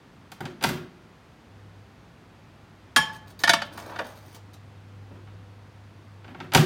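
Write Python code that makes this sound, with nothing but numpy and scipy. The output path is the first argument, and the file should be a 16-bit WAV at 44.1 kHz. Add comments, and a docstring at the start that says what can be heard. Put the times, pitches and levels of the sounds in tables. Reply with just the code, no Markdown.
"""Over soft room noise a microwave door knocks and is unlatched; a low electric hum then starts.
A china plate clinks against the glass turntable, clatters down on it and is slid to the middle.
The door swings back, knocking lightly, and snaps shut.
Blows are short forces driving decaying modes and noise bursts; rubs are gritty noise through like bodies.
Hum is a few wavering sines; room noise is coloured noise."""
import sys
import numpy as np
from scipy import signal
from scipy.io import wavfile

SR = 44100
rng = np.random.default_rng(int(sys.argv[2]) if len(sys.argv) > 2 else 0)


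def put_to_file(sound):
    """Save the sound as 16-bit audio at rate SR, in the file named by the first command-line argument."""
    columns = np.atleast_2d(sound).T  # one column per channel
    safe = np.clip(columns, -1, 1)
    whole_steps = np.round(safe * 32767)
    wavfile.write(sys.argv[1], SR, whole_steps.astype(np.int16))


N = 293265
TIME = np.arange(N) / SR
RING_TIME = TIME[:SR]
CUTOFF_HZ = 15900

# sprung latch snapping open, then shut: (time [s], level [dB])
LATCH_SNAP_EVENTS = [(0.639, -17.5), (6.5486, -10)]
# ringing modes of the china plate: (frequency [Hz], relative level [dB], t60 [s])
CHINA_MODES = [(872, -11.5, 0.48), (847, -17, 0.2), (868, -20, 0.56), (950, -23, 0.36), (1111, -10, 0.4),
               (1120, -17, 0.19), (1698, 3, 0.17), (1738, -4.5, 0.25), (1704, -7.5, 0.47),
               (2160, -20, 0.28), (2330, -16, 0.2), (3146, -11, 0.41), (3240, -1, 0.19), (3220, -14.5, .2),
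               (3800, -35.5, .24), (4380, -25.5, .28), (5130, -20.5, 0.34), (5030, -22.5, .2),
               (5520, -12.5, 0.2), (6360, -30, .15), (6960, -13, .19), (7500, -18.5, 0.17),
               (7500, -26, .24), (9400, -27, 0.26), (9590, -5.5, 0.14), (12700, -16.5, .14),
               (14060, -23, 0.12)]


def from_db(db):
    """Decibels to gain."""
    return 10 ** (np.asarray(db) / 20)


def rms_one(x):
    """Scale to rms 1."""
    return x / np.sqrt(np.mean(x ** 2) + 1e-20)


def unit_energy(x):
    """Scale a response so that it passes white noise at an unchanged level."""
    return x / np.linalg.norm(x)


def at_hz(points, hz):
    """Read a table on a log-frequency axis."""
    f, value = np.transpose(points)
    return np.interp(np.log(hz), np.log(f), value)


def fade(t60_s):
    """Exponential decay, 60 dB down after t60."""
    return np.exp(-np.log(1000) * RING_TIME / t60_s)


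def drift(knots_per_s, size=N):
    """Random wander: straight lines between normal knots of spread 1."""
    knots = rng.standard_normal(4096)
    return np.interp(TIME[:size] * knots_per_s, np.arange(len(knots)), knots)


def through(x, response):
    """Drive a body with a force."""
    return signal.fftconvolve(x, response)[:N]


def add(track, s, sound):
    """Mix a sound into a track at time s."""
    start = int(s * SR)
    track[start:start + len(sound)] += sound[:N - start]


def coloured(colour, envelope):
    """Noise in bands, each under envelope(hz) with the energy its colour gives; overall rms 1."""
    edges_hz = np.geomspace(22, 17000, 23)
    out = 0
    for low, high in zip(edges_hz, edges_hz[1:]):
        hz = np.sqrt(low * high)
        shape = envelope(hz)
        band_filter = signal.butter(2, [low, high], "band", fs=SR, output="sos")
        band = signal.sosfilt(band_filter, shape * rng.standard_normal(len(shape)))
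        out = out + rms_one(band) * np.sqrt(high - low) * from_db(at_hz(colour, hz))
    return rms_one(out)


def crack(colour, t60_s, bass_stretch, room_db):
    """Short burst of dense modes, longer in the bass, plus room tail; rms 1 over its first 10 ms."""
    # room decay: (frequency [Hz], t60 [s])
    room_t60 = [(100, 0.9), (300, 0.8), (1000, 0.47), (3000, 0.43), (7000, 0.3), (15000, 0.28)]

    def decay(hz):
        """Body decay plus room decay in one band."""
        body = fade(t60_s * (1000 / hz) ** bass_stretch)
        return body + from_db(room_db) * fade(at_hz(room_t60, hz))

    burst = coloured(colour, decay)
    return burst / np.sqrt(np.mean(burst[:SR // 100] ** 2))


def ring(modes, swell_s, echo_share=0.73, knots_per_s=70):
    """Decaying sines that build up over swell_s; gathering reflections make each one flutter."""
    echoes = echo_share * (1 - fade(0.13))
    tones = 0
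    for hz, db, t60_s in modes:
        wander = drift(knots_per_s, size=SR) + 1j * drift(knots_per_s, size=SR)
        flutter = 1 - echoes / 2 + echoes * wander
        sine = np.imag(flutter * np.exp(2j * np.pi * hz * RING_TIME))
        tones = tones + from_db(db) * fade(t60_s) * sine
    return tones * (1 - np.exp(-RING_TIME / swell_s))


def upper_partials(t60_s, count):
    """Unevenly spaced high bending modes; t60_s holds at 5 kHz and the higher ones die sooner."""
    # upper partials of china and glass: (frequency [Hz], level of each before scatter [dB])
    partial_levels = [(2400, -23), (5000, -18), (8000, -28.5), (12000, -29.5), (16000, -27.5)]
    hz = np.interp(np.arange(count) + rng.random(count), [0, count], [2400, CUTOFF_HZ])
    levels_db = at_hz(partial_levels, hz) + rng.uniform(-1.5, 7.5, count)
    signs = rng.choice([-1, 1], count)   # modes meet the microphone in either polarity
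    tones = 0
    for f, db, sign in zip(hz, levels_db, signs):
        decay = fade(t60_s * np.sqrt(5000 / f))
        tones = tones + sign * from_db(db) * decay * np.sin(2 * np.pi * f * RING_TIME)
    return tones


def contact(hard_hz, chatter_db, chatter_s, order):
    """Force of one blow: a click and a swell of tiny rebounds, rounded by a soft touch."""
    t = RING_TIME[:SR // 20]
    rebounds = rng.standard_normal(len(t)) * t * np.exp(-(t / chatter_s) ** 2)
    force = from_db(chatter_db) * unit_energy(rebounds)
    force[0] += 1
    soft = signal.butter(order, min(hard_hz, .45 * SR), fs=SR)
    mid_gain = 1 / np.hypot(1, 1000 / hard_hz)   # keeps dull blows about as loud as sharp ones
    return signal.lfilter(*soft, unit_energy(force)) / mid_gain


def strokes(rows, taper=0.29):
    """Pressure of strokes (time [s], length [s], level [dB]) that rise, hold and let go."""
    pressure = np.zeros(N)
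    for s, length_s, db in rows:
        add(pressure, s, from_db(db) * signal.windows.tukey(int(length_s * SR), taper))
    return pressure


def rubbing(pressure, response, grain_db):
    """Friction: a gritty force that follows the pressure, heard through a body."""
    grit = rms_one(rng.standard_normal(N) * from_db(grain_db * drift(400)))
    return through(pressure * grit, unit_energy(response))


def room_noise():
    """Steady coloured noise of the room."""
    # spectrum: (frequency [Hz], relative density [dB per Hz])
    air_colour = [(25, -39), (45, -14.5), (65, -2.5), (130, -1.5), (250, -6.5), (350, -10), (500, -15),
                  (750, -14), (1330, -17), (4140, -28.5), (8360, -40.5), (16000, -48.5)]
    level_db = -52
    return from_db(level_db) * coloured(air_colour, lambda hz: np.ones(N))


def hum(waver_db, wander_hz):
    """A motor somewhere in the kitchen: harmonics of one wandering pitch at a wavering level."""
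    # level before waver: (time [s], level [dB])
    hum_level = [(1.65, -48), (2.14, -62.5), (3.31, -52.5), (4.09, -52.5), (5.05, -46), (5.93, -50),
                 (6.5, -51)]
    # harmonics: (multiple of the pitch, relative level [dB])
    harmonics = [(1, -3.5), (2, -30), (5, -24)]
    pitch_hz, start_s, rise_s = 100.2, 1.455, 0.086
    phase = 2 * np.pi * np.cumsum(pitch_hz + wander_hz * drift(5)) / SR
    tone = sum(from_db(db) * np.sin(k * phase) for k, db in harmonics)
    running = np.clip((TIME - start_s) / rise_s, 0, 1)
    level_db = np.interp(TIME, *np.transpose(hum_level)) + waver_db * drift(11)
    return running * rms_one(tone) * from_db(level_db)


def rattle(count):
    """Loose hooks and spring: uneven little clicks that die away after each snap of the latch."""
    length_s, start_db, fall_db_per_s = 0.13, -15.5, 170   # start_db relative to the snap
    force = np.zeros(N)
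    for s, db in LATCH_SNAP_EVENTS:
        for after_s in length_s * (np.arange(count) + rng.random(count)) / count:
            if s + after_s < TIME[-1]:
                add(force, s + after_s, from_db([db + start_db - fall_db_per_s * after_s]))
    return force


def door():
    """Latch hooks rub and crack against the plastic door, ring its panel and boom the steel cabinet."""
    # hooks tick twice, then strike home: (lead before snap [s], level re snap [dB], hardness [Hz])
    latch_contacts = [(0.029, -22.5, 4900), (0.013, -14, 17500), (0.0008, 0, 11200)]
    # door knocks on frame and hinge, with a few sharp latch ticks among them: (time [s], level [dB], hardness
    # [Hz])
    door_knocks = [(0.3175, -41, 14000), (0.405, -31.5, 1300), (0.4057, -42.5, 16100),
                   (0.4535, -36.5, 7040), (0.494, -61, 6000), (0.689, -30, 15800), (0.701, -29.5, 330),
                   (0.773, -43.5, 2500), (5.1075, -44, 380), (5.272, -51.5, 2400), (6.244, -45.5, 2850),
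                   (6.279, -46.5, 2880), (6.346, -40.5, 2000), (6.4019, -35.5, 3880), (6.555, -17.5, 500),
                   (6.574, -19.5, 5500)]
    # ringing modes: (frequency [Hz], relative level [dB], t60 [s])
    panel_modes = [(795, -13, .2), (1110, -12.5, 0.091), (1290, -26, .11), (1728, -23.5, 0.21),
                   (2150, -21, 0.14), (2930, -16.5, .15)]
    cabinet_modes = [(133.6, 3.5, 0.24), (152.5, -2.5, 0.37), (190.3, -11, 0.54), (228.3, -4, 0.29),
                     (266, -18, 0.55), (361.6, -7, 0.8)]
    # dense short-lived modes, struck and rubbed: (frequency [Hz], relative density [dB per Hz])
    snap_colour = [(70, -1.5), (150, 5.5), (300, -1), (480, -5.5), (850, 2.5), (1500, 0), (2200, -5),
                   (3500, -4.5), (6000, -11.5), (10000, -18), (15000, -13.5)]
    strain_colour = [(70, -18), (170, 12), (350, 2.5), (800, -3), (1500, -8), (2500, -10.5), (6000, -34),
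                     (15000, -36)]
    ramp_s, ramp_db = 0.043, -18   # hooks rub along ramps from the first tick; level re snap
    drag_s, drag_db, drag_follows, drag_below_hz = 0.0716, -21, 0.7, 11000   # harder clicks let go at once
    panel_db, panel_knee_hz = 7, 6500   # blows harder than the knee stay mostly in the latch
    boom_db, boom_knee_hz = 3.5, 6000
    boom_loss = 0.25   # extra dB lost per dB below the heaviest knock
    low_cut_hz = 70   # every door sound thins out below this

    latch = [(s - lead_s, db + step_db, hard_hz)
             for s, db in LATCH_SNAP_EVENTS for lead_s, step_db, hard_hz in latch_contacts]
    ramps = [(s - latch_contacts[0][0], ramp_s, db + ramp_db) for s, db in LATCH_SNAP_EVENTS]
    drags = [(s, drag_s, drag_db + drag_follows * db)
             for s, db, hard_hz in door_knocks if hard_hz < drag_below_hz]
    heaviest_db = max(db for _, db, _ in door_knocks)
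    force, on_panel, shove = np.zeros((3, N))
    for s, db, hard_hz in latch + door_knocks:
        blow = from_db(db) * contact(hard_hz, chatter_db=-4, chatter_s=0.0039, order=2)
        add(force, s, blow)
        add(on_panel, s, from_db(panel_db) * blow / (1 + (hard_hz / panel_knee_hz) ** 2))
        shove_db = db + boom_db - boom_loss * max(heaviest_db - db, 0)
        add(shove, s, from_db([shove_db]) / (1 + (hard_hz / boom_knee_hz) ** 2))

    snap_body = crack(snap_colour, t60_s=0.051, bass_stretch=0.52, room_db=-13.5)
    strain_body = crack(strain_colour, t60_s=0.069, bass_stretch=0.22, room_db=-15.0)
    snap = through(force + rattle(count=14), snap_body)
    panel = through(on_panel, ring(panel_modes, swell_s=0.00026))
    boom = through(shove, ring(cabinet_modes, swell_s=0.0052))
    strain = rubbing(strokes(ramps + drags), strain_body, grain_db=-3.0)
    low_cut = signal.butter(2, low_cut_hz, "high", fs=SR, output="sos")
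    return signal.sosfilt(low_cut, snap + panel + boom + strain)


def plate_rubs(china_top):
    """The sliding unglazed foot shimmers in the plate's upper partials; under weight the turntable grinds."""
    # light brushes of the foot over the glass: (time [s], length [s], level [dB])
    brush_strokes = [(3.122, 0.048, -53), (3.264, 0.052, -53), (3.387, 0.034, -42.5), (3.645, 0.025, -53.5),
                     (3.855, 0.011, -54), (4.344, 0.025, -49), (4.531, 0.013, -52.5)]
    # light hiss and heavy grind: (frequency [Hz], relative density [dB per Hz])
    hiss_colour = [(70, -49), (800, -4), (2500, -3.5), (5000, 1.5), (8000, -5), (11000, -19.5), (15000, -9)]
    grind_colour = [(70, -24), (170, -16), (300, 3), (420, -7.5), (620, 7.5), (950, -4), (1400, -5.5),
                    (2200, -14), (4000, -20.5), (8000, -45.5), (15000, -42)]
    brush_grind_db = -3   # re the light brush
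    slide_s, slide_length_s, slide_light_db = 3.70, 0.662, -57.5
    seat_s, seat_length_s, seat_db = 3.988, 0.0113, -30   # foot drops into its seat
    grind_db, swell_db_per_s, ease_db_per_s, grind_floor_db = -37, 62, 161, -58

    china = china_top + from_db(-12.5) * ring(CHINA_MODES, swell_s=0.005)
    # light contact favours the treble, the hand damps it
    shimmer = unit_energy(np.diff(china * fade(0.8), prepend=0))
    hiss = unit_energy(crack(hiss_colour, t60_s=0.012, bass_stretch=0.12, room_db=-20.5))
    grind = crack(grind_colour, t60_s=0.11, bass_stretch=0.32, room_db=-18.0)

    brushes = strokes(brush_strokes)
    unevenness = from_db(1.74 * drift(40))   # the hand moves unevenly
    push = strokes([(slide_s, slide_length_s, 0)], taper=0.055) * unevenness
    # grinding swells up to the seat, then eases off
    off_peak_db = np.maximum(swell_db_per_s * (seat_s - TIME), ease_db_per_s * (TIME - seat_s))
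    weight = from_db(grind_db - off_peak_db) + from_db(grind_floor_db)
    seat = strokes([(seat_s, seat_length_s, seat_db)])
    light = brushes + from_db(slide_light_db) * push
    heavy = from_db(brush_grind_db) * brushes + weight * push + seat
    return rubbing(light, shimmer + from_db(-0.5) * hiss, grain_db=8) + rubbing(heavy, grind, grain_db=5.5)


def plate_blows(china_top, glass_top):
    """Each touch drives both bodies: the rim mostly the plate, the foot mostly the turntable."""
    # foot rocking down on the turntable: (time [s], level [dB])
    foot_blows = [(3.436, -16.5), (3.475, -19), (3.4931, -12), (3.534, -15.5), (3.618, -25.5), (3.776, -36),
                  (3.895, -41), (3.959, -34), (3.989, -28.5)]
    # ringing modes of the turntable: (frequency [Hz], relative level [dB], t60 [s])
    turntable_modes = [(590, -19.5, 0.23), (679.4, -8.5, 0.14), (913, -9.5, .13), (914, -16.5, 0.099),
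                       (1424, -10, 0.14), (1434, -5.5, 0.096), (1376, -13.5, 0.16), (1810, -7.5, .16),
                       (1790, 1.5, 0.063), (1750, -10, 0.26), (2245, -20, 0.25), (2950, -22, .14),
                       (3230, -18.5, 0.154), (3510, -9.5, 0.063), (3610, -15, 0.18), (4870, -24, 0.091),
                       (4720, -32.5, 0.098), (6270, -23.5, 0.13), (6120, -24, 0.11), (8360, -22.5, 0.13),
                       (10000, -25.5, .1)]
    # dense short-lived modes: (frequency [Hz], relative density [dB per Hz])
    china_colour = [(70, -21.5), (130, -2), (280, -6), (400, -20), (600, -6.5), (900, -8), (1400, 2),
                    (2200, -9.5), (3500, -8), (5500, -11.5), (8000, -18.5), (15000, -24.5)]
    turntable_colour = [(70, -16.5), (130, -13), (260, 7), (400, -13.5), (850, 1), (1500, 0.5), (2200, -1),
                        (3500, -1), (5200, -5.5), (8000, -16), (15000, -18)]
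    clink_s, clink_db, clink_hard_hz = 2.9617, -13.5, 11700
    clink_glass_db, clink_chatter_db = -27.5, -27   # re the clink
    foot_hard_hz, softer_db_per_octave = 8500, 7   # strongest blow; weaker ones are duller
    foot_china_db, foot_chatter_db = -13, 4   # re the blow

    china = (crack(china_colour, t60_s=0.081, bass_stretch=0.17, room_db=-13.0)
             + ring(CHINA_MODES, swell_s=0.0045) + from_db(-8.0) * china_top)
    glass_crack = crack(turntable_colour, t60_s=0.016, bass_stretch=0.083, room_db=-24.5)
    glass_ring = ring(turntable_modes, swell_s=0.00088)
    glass = from_db(-2.0) * glass_crack + from_db(1.5) * glass_ring + from_db(3) * glass_top

    rim, foot = np.zeros((2, N))
    clink = contact(clink_hard_hz, clink_chatter_db, chatter_s=0.0046, order=1)
    add(rim, clink_s, from_db(clink_db) * clink)
    strongest_db = max(db for _, db in foot_blows)
    for s, db in foot_blows:
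        hard_hz = foot_hard_hz * 2 ** ((db - strongest_db) / softer_db_per_octave)
        add(foot, s, from_db(db) * contact(hard_hz, foot_chatter_db, chatter_s=0.0042, order=1))
    on_china = rim + from_db(foot_china_db) * foot
    on_glass = foot + from_db(clink_glass_db) * rim
    return through(on_china, china) + through(on_glass, glass)


def scene():
    """Room noise, hum, door and plate at one microphone."""
    china_top = upper_partials(t60_s=0.14, count=64)
    glass_top = upper_partials(t60_s=0.077, count=56)
    plate = plate_blows(china_top, glass_top) + plate_rubs(china_top)
    background = room_noise() + hum(waver_db=1.9, wander_hz=.4)
    return (background + door() + plate)[None]


def record(dry):
    """Round the highest peaks and cut the top above CUTOFF_HZ."""
    rounded = dry / (1 + (dry / .9) ** 4) ** (1 / 4)
    top_cut = signal.ellip(12, .1, 70, CUTOFF_HZ, fs=SR, output="sos")
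    return signal.sosfilt(top_cut, rounded)


dry = scene()
out = record(dry)
put_to_file(out)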